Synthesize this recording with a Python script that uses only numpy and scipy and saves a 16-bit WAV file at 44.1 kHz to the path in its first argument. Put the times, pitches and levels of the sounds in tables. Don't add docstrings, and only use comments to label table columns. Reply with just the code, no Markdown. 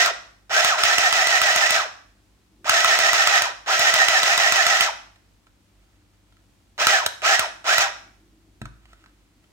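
import sys
import numpy as np
from scipy import signal
from scipy.fft import rfft, irfft
from scipy.io import wavfile
from scipy.ndimage import uniform_filter1d

SR = 44100
rng = np.random.default_rng(int(sys.argv[2]) if len(sys.argv) > 2 else 0)


def persist_wave(psi):
    counts = np.round(np.clip(psi, -1, 1) * 32767).astype(np.int16)
    wavfile.write(sys.argv[1], SR, np.atleast_2d(counts).T)


N = 419832
TIME = np.arange(N) / SR

# on_s, off_s, coast_to_rest_s, level_db, extra_force_at_start_db,
# extra_force_while_coasting_db, switch_click_db
PRESSES = [(-.3, .045, 0.092, 2, 0, 5, -60), (0.495, .688, .14, 0, 0.5, 1.5, -26.5),
           (.774, 1.762, 0.14, -1.5, 4, 3, -60.5), (2.644, 3.397, 0.14, -0.94, 4, 4.5, -24.5),
           (3.661, 4.85, .095, -1.1, 3.5, -2, -25), (6.779, 6.95, .155, -0.5, 4.5, 3, -20),
           (7.219, 7.36, 0.16, -0.5, 7, 1.5, -19.5), (7.643, 7.828, .095, -0.36, 2, -0.5, -23.5)]
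# start_s, level_db
NEEDLE_CLACKS = [(.059, -17.5), (.6452, -14), (.8348, -12), (.9819, -12), (1.125, -15.5), (1.2699, -15),
                 (1.415, -14), (1.5602, -14.5), (1.7056, -13.5), (2.6935, -10), (2.8444, -14),
                 (2.988, -14.5), (3.1306, -14), (3.2721, -13), (3.4196, -15), (3.7928, -14),
                 (3.9387, -12.5), (4.0835, -13.5), (4.2303, -14), (4.3761, -14), (4.521, -13),
                 (4.665, -14.5), (4.8071, -11), (6.8682, -10), (7.0615, -12), (7.393, -12.5),
                 (7.7808, -11.5)]
# start_s, level_db
HANDLING_TICKS = [(5.159, -40), (5.468, -40.5), (6.324, -45), (6.368, -46.5), (8.616, -21), (8.655, -23.5),
                  (8.855, -39), (8.931, -34.5), (9.04, -39), (9.06, -38), (9.093, -48), (9.441, -48)]
# middle_s, half_length_s, level_db
CLOTH_SWELLS = [(5.95, .45, -76.5), (8.96, 0.13, -63.5), (9.2, 0.74, -77.5)]
# middle_s, half_length_s, level_db
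DRONE_SWELLS = [(2.61, .07, -58.5), (8.3, 0.99, -67.5)]
# freq_hz, density_db_per_hz
RATTLE_SPECTRUM = [(100, -31), (290, -26.5), (390, -13.5), (520, -10.5), (640, -1.5), (1000, -6),
                   (1400, 1.5), (2100, -2.5), (3000, -4.5), (4600, -5.5), (6000, -4), (7700, -13.5),
                   (9500, -25), (16000, -29)]
# freq_hz, density_db_per_hz
CLACK_SPECTRUM = [(100, -24.5), (400, -15.5), (800, -6), (1350, 4), (2000, -6.5), (3500, -1.5),
                  (6000, -6.5), (8200, -10.5), (10000, -13), (16000, -22)]
# freq_hz, density_db_per_hz
TICK_SPECTRUM = [(150, -14), (600, -10), (1000, -4), (1420, 3), (2100, -9), (2900, -8), (4200, -11),
                 (5400, -17), (7500, -17), (11000, -28), (16000, -41)]
# freq_hz, density_db_per_hz
ROOM_SPECTRUM = [(25, -13.5), (50, -1.5), (75, -8.5), (130, -15), (200, -14.5), (300, -15.5), (430, -23),
                 (700, -24), (1400, -29.5), (3600, -31), (8000, -35.5), (16000, -45)]
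# centre_hz, width_hz, lift_db (negative is a dip)
CASE_RESONANCES = [(625, 50, 4), (710, 110, 6), (1310, 80, 2.5), (1540, 60, 2), (1880, 250, 3),
                   (2550, 110, 6), (3060, 90, 3), (3890, 200, 3), (4650, 300, -5), (5350, 350, 5),
                   (8140, 160, 5)]
# pitch_hz, level_db, t60_s
TABLE_MODES = [(53.6, -6, .9), (112, -3.5, 0.39), (132, 1, 0.33), (211.4, 1.5, 0.14), (294, -8.5, 0.204),
               (350, -14, 0.19)]
# pitch_hz, level_db_rms
HUM_TONES = [(49.8, -65.5), (100, -69), (194, -76.5), (298, -78.5)]
# freq_hz, left_minus_right_db
PORT_COLOUR = [(60, -1), (110, 4.5), (200, 1.5), (380, -1), (700, 2), (1290, -1.5), (2380, -4), (4400, 1.5),
               (8120, 4.5), (15000, -5.5)]

FULL_HZ = 1996.4
SPIN_UP_S = .034
SURGE_S = .06
COAST_CURVE = 1.12
TEETH_PER_STITCH = 275
HITS_PER_TOOTH = 4
LOAD_AT, LOAD_WIDTH, LOAD_SAG = .54, .21, .1
SLACK_AT, SLACK_WIDTH, SLACK_DB = 0.93, 0.15, -4
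WHINE_FREE_DB, WHINE_LOAD_DB, GROAN_FREE_DB, GROAN_LOAD_DB = -4, 11, -7, 10
MESH_DB, GROAN_DB = -20, -25
LEVER_HZ, LEVER_RISE_HZ, LEVER_AT, LEVER_WIDTH = 715, 95, .4, .16
BUMP_S, BUMP_DB = 8.616, -31.5
CLOTH_REST_DB, DRONE_REST_DB, ROOM_NOISE_DB = -78.5, -75.5, -62.5
PORT_LAG = 6
TOP_HZ = 15900


def motor():
    speed, effort_db = np.zeros(N), np.zeros(N)
    for on, off, coast_s, db, surge_db, coast_db, _ in PRESSES:
        started = TIME >= on
        since = np.maximum(TIME - on, 0)
        speed_at_press = np.interp(on, TIME, speed)
        powered = 1 - (1 - speed_at_press) * np.exp(-since / SPIN_UP_S)
        coasted = np.clip((TIME - off) / coast_s, 0, 1)
        speed = np.where(started, powered * (1 - coasted) ** COAST_CURVE, speed)
        press_db = db + surge_db * np.exp(-since / SURGE_S) + coast_db * np.sqrt(coasted)
        effort_db = np.where(started, press_db, effort_db)
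    return np.maximum(speed, 1 / FULL_HZ), effort_db


def crank(hz):
    teeth = np.cumsum(hz) / SR
    marks = np.interp(np.array(NEEDLE_CLACKS)[:, 0], TIME, teeth)
    marks = np.r_[marks[0] - TEETH_PER_STITCH, marks, marks[-1] + TEETH_PER_STITCH]
    return np.interp(teeth, marks, np.arange(len(marks))) % 1


def stroke(turn, centre, width, order=2):
    distance = (turn - centre + .5) % 1 - .5
    return np.exp(-np.abs(distance / width) ** order)


def drive(speed_slope_db=16, pull_db=2):
    speed, effort_db = motor()
    hz = FULL_HZ * speed
    turn = crank(hz)
    load = stroke(turn, LOAD_AT, LOAD_WIDTH)
    slack = stroke(turn, SLACK_AT, SLACK_WIDTH, order=6)
    pull = np.tanh(uniform_filter1d(np.gradient(speed) * SR, size=400) / 5)
    rattle_db = effort_db + SLACK_DB * slack + pull_db * pull + speed_slope_db * np.log10(speed)
    whine_db = effort_db + (WHINE_FREE_DB + WHINE_LOAD_DB * load) * speed ** 2
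    flutter = 1 + .009 * walk(90)
    groan_hz = LEVER_HZ + LEVER_RISE_HZ * stroke(turn, LEVER_AT, LEVER_WIDTH)
    groan_force = undb(effort_db + GROAN_FREE_DB + GROAN_LOAD_DB * load) * speed ** 2
    turning = hz > 1
    rattle_force = undb(rattle_db) * turning
    whine_force = undb(whine_db) * speed ** .45 * turning
    return hz * (1 - LOAD_SAG * load) * flutter, speed, rattle_force, whine_force, groan_hz, groan_force


def contacts(hz):
    hit_rate = HITS_PER_TOOTH * hz * (1 + walk(1500) / 4)
    hits = np.diff(np.floor(np.cumsum(hit_rate) / SR), prepend=0)
    rubbing = rng.standard_normal(N)
    return unit(unit(hits * rng.uniform(-1, 1, N)) + rubbing)


def rattle(hz, speed, force, soft_hz=1900, hardness=0.9, spread_db=-3, spread_hz=1200, db=-19.5):
    mid, side = contacts(hz), contacts(hz)
    side = undb(spread_db) * high_pass(side, spread_hz)
    shake = undb(1.3 * walk(260))
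    contact = np.array([mid + side, mid - side]) * force * shake
    dull = signal.sosfilt(signal.butter(1, soft_hz, fs=SR, output="sos"), contact)
    contact = dull + speed ** hardness * (contact - dull)
    return undb(db) * convolve(contact, colour(RATTLE_SPECTRUM, CASE_RESONANCES))


def whine(hz, force, shaft_db=-44, third_db=-37):
    phase = 2 * np.pi * np.cumsum(hz) / SR
    speed = hz / hz.max()
    tones = np.zeros(N)
    for ratio, db, power in [(1, MESH_DB, .6), (3, third_db, 2), (1 / 5, shaft_db, 3)]:
        gain = undb(db + 2 * walk(140)) * speed ** power
        tones += gain * np.sin(ratio * phase + walk(200) / np.pi)
    return high_pass(tones * force, 600, order=3)


def groan(hz, force, waver_db=2):
    phase = 2 * np.pi * np.cumsum(hz * (1 + .015 * walk(40))) / SR
    return undb(GROAN_DB + waver_db * walk(80)) * force * np.sin(phase)


def needle(clack_db=25, snap_db=6, thump_db=-23, thump_hz=66, drop_hz=170, drop_s=0.0046, thump_t60=.075):
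    s, db = np.transpose(NEEDLE_CLACKS)
    clack = blows(s + 0.00056, db + clack_db, rise_s=.002, t60=0.012, grain_db=3.5)
    clack = convolve(clack, colour(CLACK_SPECTRUM, CASE_RESONANCES))
    snap = blows(s + .0005, db + snap_db, rise_s=.0025, t60=0.022, grain_db=3.0)
    snap_spectrum = [(3000, -28), (6500, -6.5), (8200, -1.5), (10000, -12), (13000, -13), (16000, -24.5)]
    snap = convolve(snap, colour(snap_spectrum))
    pushes = np.zeros(N)
    pushes[(s * SR).astype(int)] = undb(db + thump_db)
    t = TIME[:SR // 5]
    falling_hz = thump_hz + drop_hz * np.exp(-t / drop_s)
    thump = fade(t, thump_t60) * np.sin(2 * np.pi * np.cumsum(falling_hz) / SR)
    return clack + snap + convolve(pushes, thump)


def handling(tick_db=13.5, ring_s=0.016):
    switch = [(on, click_db) for on, *_, click_db in PRESSES if on > 0]
    s, db = np.transpose(switch + HANDLING_TICKS)
    ticks = blows(s, db + tick_db, rise_s=0.00084, t60=ring_s, grain_db=2.5)
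    ticks = convolve(ticks, colour(TICK_SPECTRUM, CASE_RESONANCES))
    t = np.maximum(TIME - BUMP_S, 0)
    bump = np.zeros(N)
    for hz, mode_db, t60 in TABLE_MODES:
        bump += undb(mode_db + BUMP_DB) * fade(t, t60) * np.sin(2 * np.pi * hz * t)
    return ticks + bump


def cloth(grain_db=3, catch_db=3.0):
    unevenness_db = grain_db * rng.standard_normal(N) + catch_db * walk(60)
    grains = unit(rng.standard_normal(N) * undb(unevenness_db))
    spectrum = [(200, -14.0), (700, -5), (1400, 1.5), (3000, -4), (7000, -12.0), (16000, -25.5)]
    return convolve(grains * swells(CLOTH_SWELLS, CLOTH_REST_DB), colour(spectrum))


def room(x, near_db=-5.5, near_t60=0.037, wall_db=-7, wall_t60=0.49, split_hz=650, air_hz=6000):
    t = TIME[:SR * 2 // 3]
    near, walls = rng.standard_normal((2, 2, len(t)))
    near = rfft(near * fade(t, near_t60))
    near = irfft(near / np.abs(near)) * (t < near_t60 * 2)
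    near = high_pass(near, split_hz)
    walls = walls * fade(t, wall_t60) * np.minimum(t / 0.0045, 1)
    walls /= np.linalg.norm(walls, axis=1, keepdims=True)
    walls = signal.sosfilt(signal.butter(1, [300, air_hz], "band", fs=SR, output="sos"), walls)
    response = undb(near_db) * near + undb(wall_db) * walls
    response[0, PORT_LAG] += 1
    response[1, 0] += 1
    return undb(-2.5) * convolve(x, response)


def background(side_hz=500, bass_side=.3):
    mid, side = convolve(rng.standard_normal((2, N)), colour(ROOM_SPECTRUM))
    side = bass_side * side + 0.53 * high_pass(side, side_hz)
    noise = undb(ROOM_NOISE_DB + .5 * walk(6.5)) * np.array([mid + side, mid - side])
    hum = np.zeros(N)
    for hz, db in HUM_TONES:
        gain = undb(db + 1.5 * walk(5.2)) * np.sqrt(2)
        hum += gain * np.sin(2 * np.pi * hz * TIME + .5 * walk(3.0))
    return noise + hum


def drone():
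    spectrum = [(80, -31), (180, -9), (260, -7.0), (325, 2.5), (420, -18.5), (900, -47)]
    band = convolve(rng.standard_normal(N), colour(spectrum))
    return band * swells(DRONE_SWELLS, DRONE_REST_DB)


def swells(rows, rest_db):
    gain = undb(rest_db)
    for middle_s, half_length_s, db in rows:
        gain = gain + undb(db) * np.exp(-((TIME - middle_s) / half_length_s) ** 2)
    return gain


def blows(times, db, rise_s, t60, grain_db):
    out, t = np.zeros(N + SR), TIME[:SR // 10]
    shape = np.minimum(t / rise_s, 1) ** 2 * fade(np.maximum(t - rise_s, 0), t60)
    for s, gain in zip(times, undb(db)):
        grains = rng.standard_normal(len(t)) * undb(grain_db * rng.standard_normal(len(t)))
        cluster = shape * grains
        start = max(int((s - rise_s / 2) * SR), 0)
        out[start:start + len(t)] += gain * cluster / np.linalg.norm(cluster)
    return out[:N]


def colour(points, resonances=(), size=8192):
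    f = np.maximum(np.arange(size // 2 + 1) * SR / size, 1)
    hz, db = np.transpose(points)
    db = np.interp(np.log(f), np.log(hz), db)
    for centre, width, lift in resonances:
        db = db + lift / (1 + (2 * (f - centre) / width) ** 2)
    cepstrum = irfft(np.log(undb(db)))
    cepstrum[1:size // 2] *= 2
    cepstrum[size // 2 + 1:] = 0
    response = irfft(np.exp(rfft(cepstrum)))
    return response / np.linalg.norm(response)


def walk(rate):
    k = max(int(SR / rate), 1)
    steps = np.repeat(rng.standard_normal(N // k + 1), k)
    return unit(uniform_filter1d(steps, k)[:N])


def convolve(x, response):
    return signal.fftconvolve(np.atleast_2d(x), np.atleast_2d(response), axes=-1)[:, :N]


def high_pass(x, hz, order=1):
    return signal.sosfilt(signal.butter(order, hz, "high", fs=SR, output="sos"), x)


def fade(t, t60):
    return np.exp(-np.log(1000) * t / t60)


def undb(db):
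    return 10 ** (np.asarray(db) / 20)


def unit(x):
    return x / np.sqrt(np.mean(x ** 2))


def scene():
    hz, speed, rattle_force, whine_force, groan_hz, groan_force = drive()
    gears = rattle(hz, speed, rattle_force) + whine(hz, whine_force)
    machine = gears + groan(groan_hz, groan_force) + needle()
    return room(machine + handling() + cloth()) + background() + drone()


def record(dry):
    hz, db = np.transpose(PORT_COLOUR)
    f = np.maximum(np.arange(N // 2 + 1) * SR / N, 1)
    tilt_db = np.interp(np.log(f), np.log(np.maximum(hz, 1)), db) / 2
    ports = irfft(rfft(dry) * undb([tilt_db, -tilt_db]), N)
    ports = high_pass(ports, 42, order=6)
    return signal.sosfilt(signal.ellip(10, .2, 80, TOP_HZ, fs=SR, output="sos"), ports)


dry = scene()
out = record(dry)
persist_wave(out)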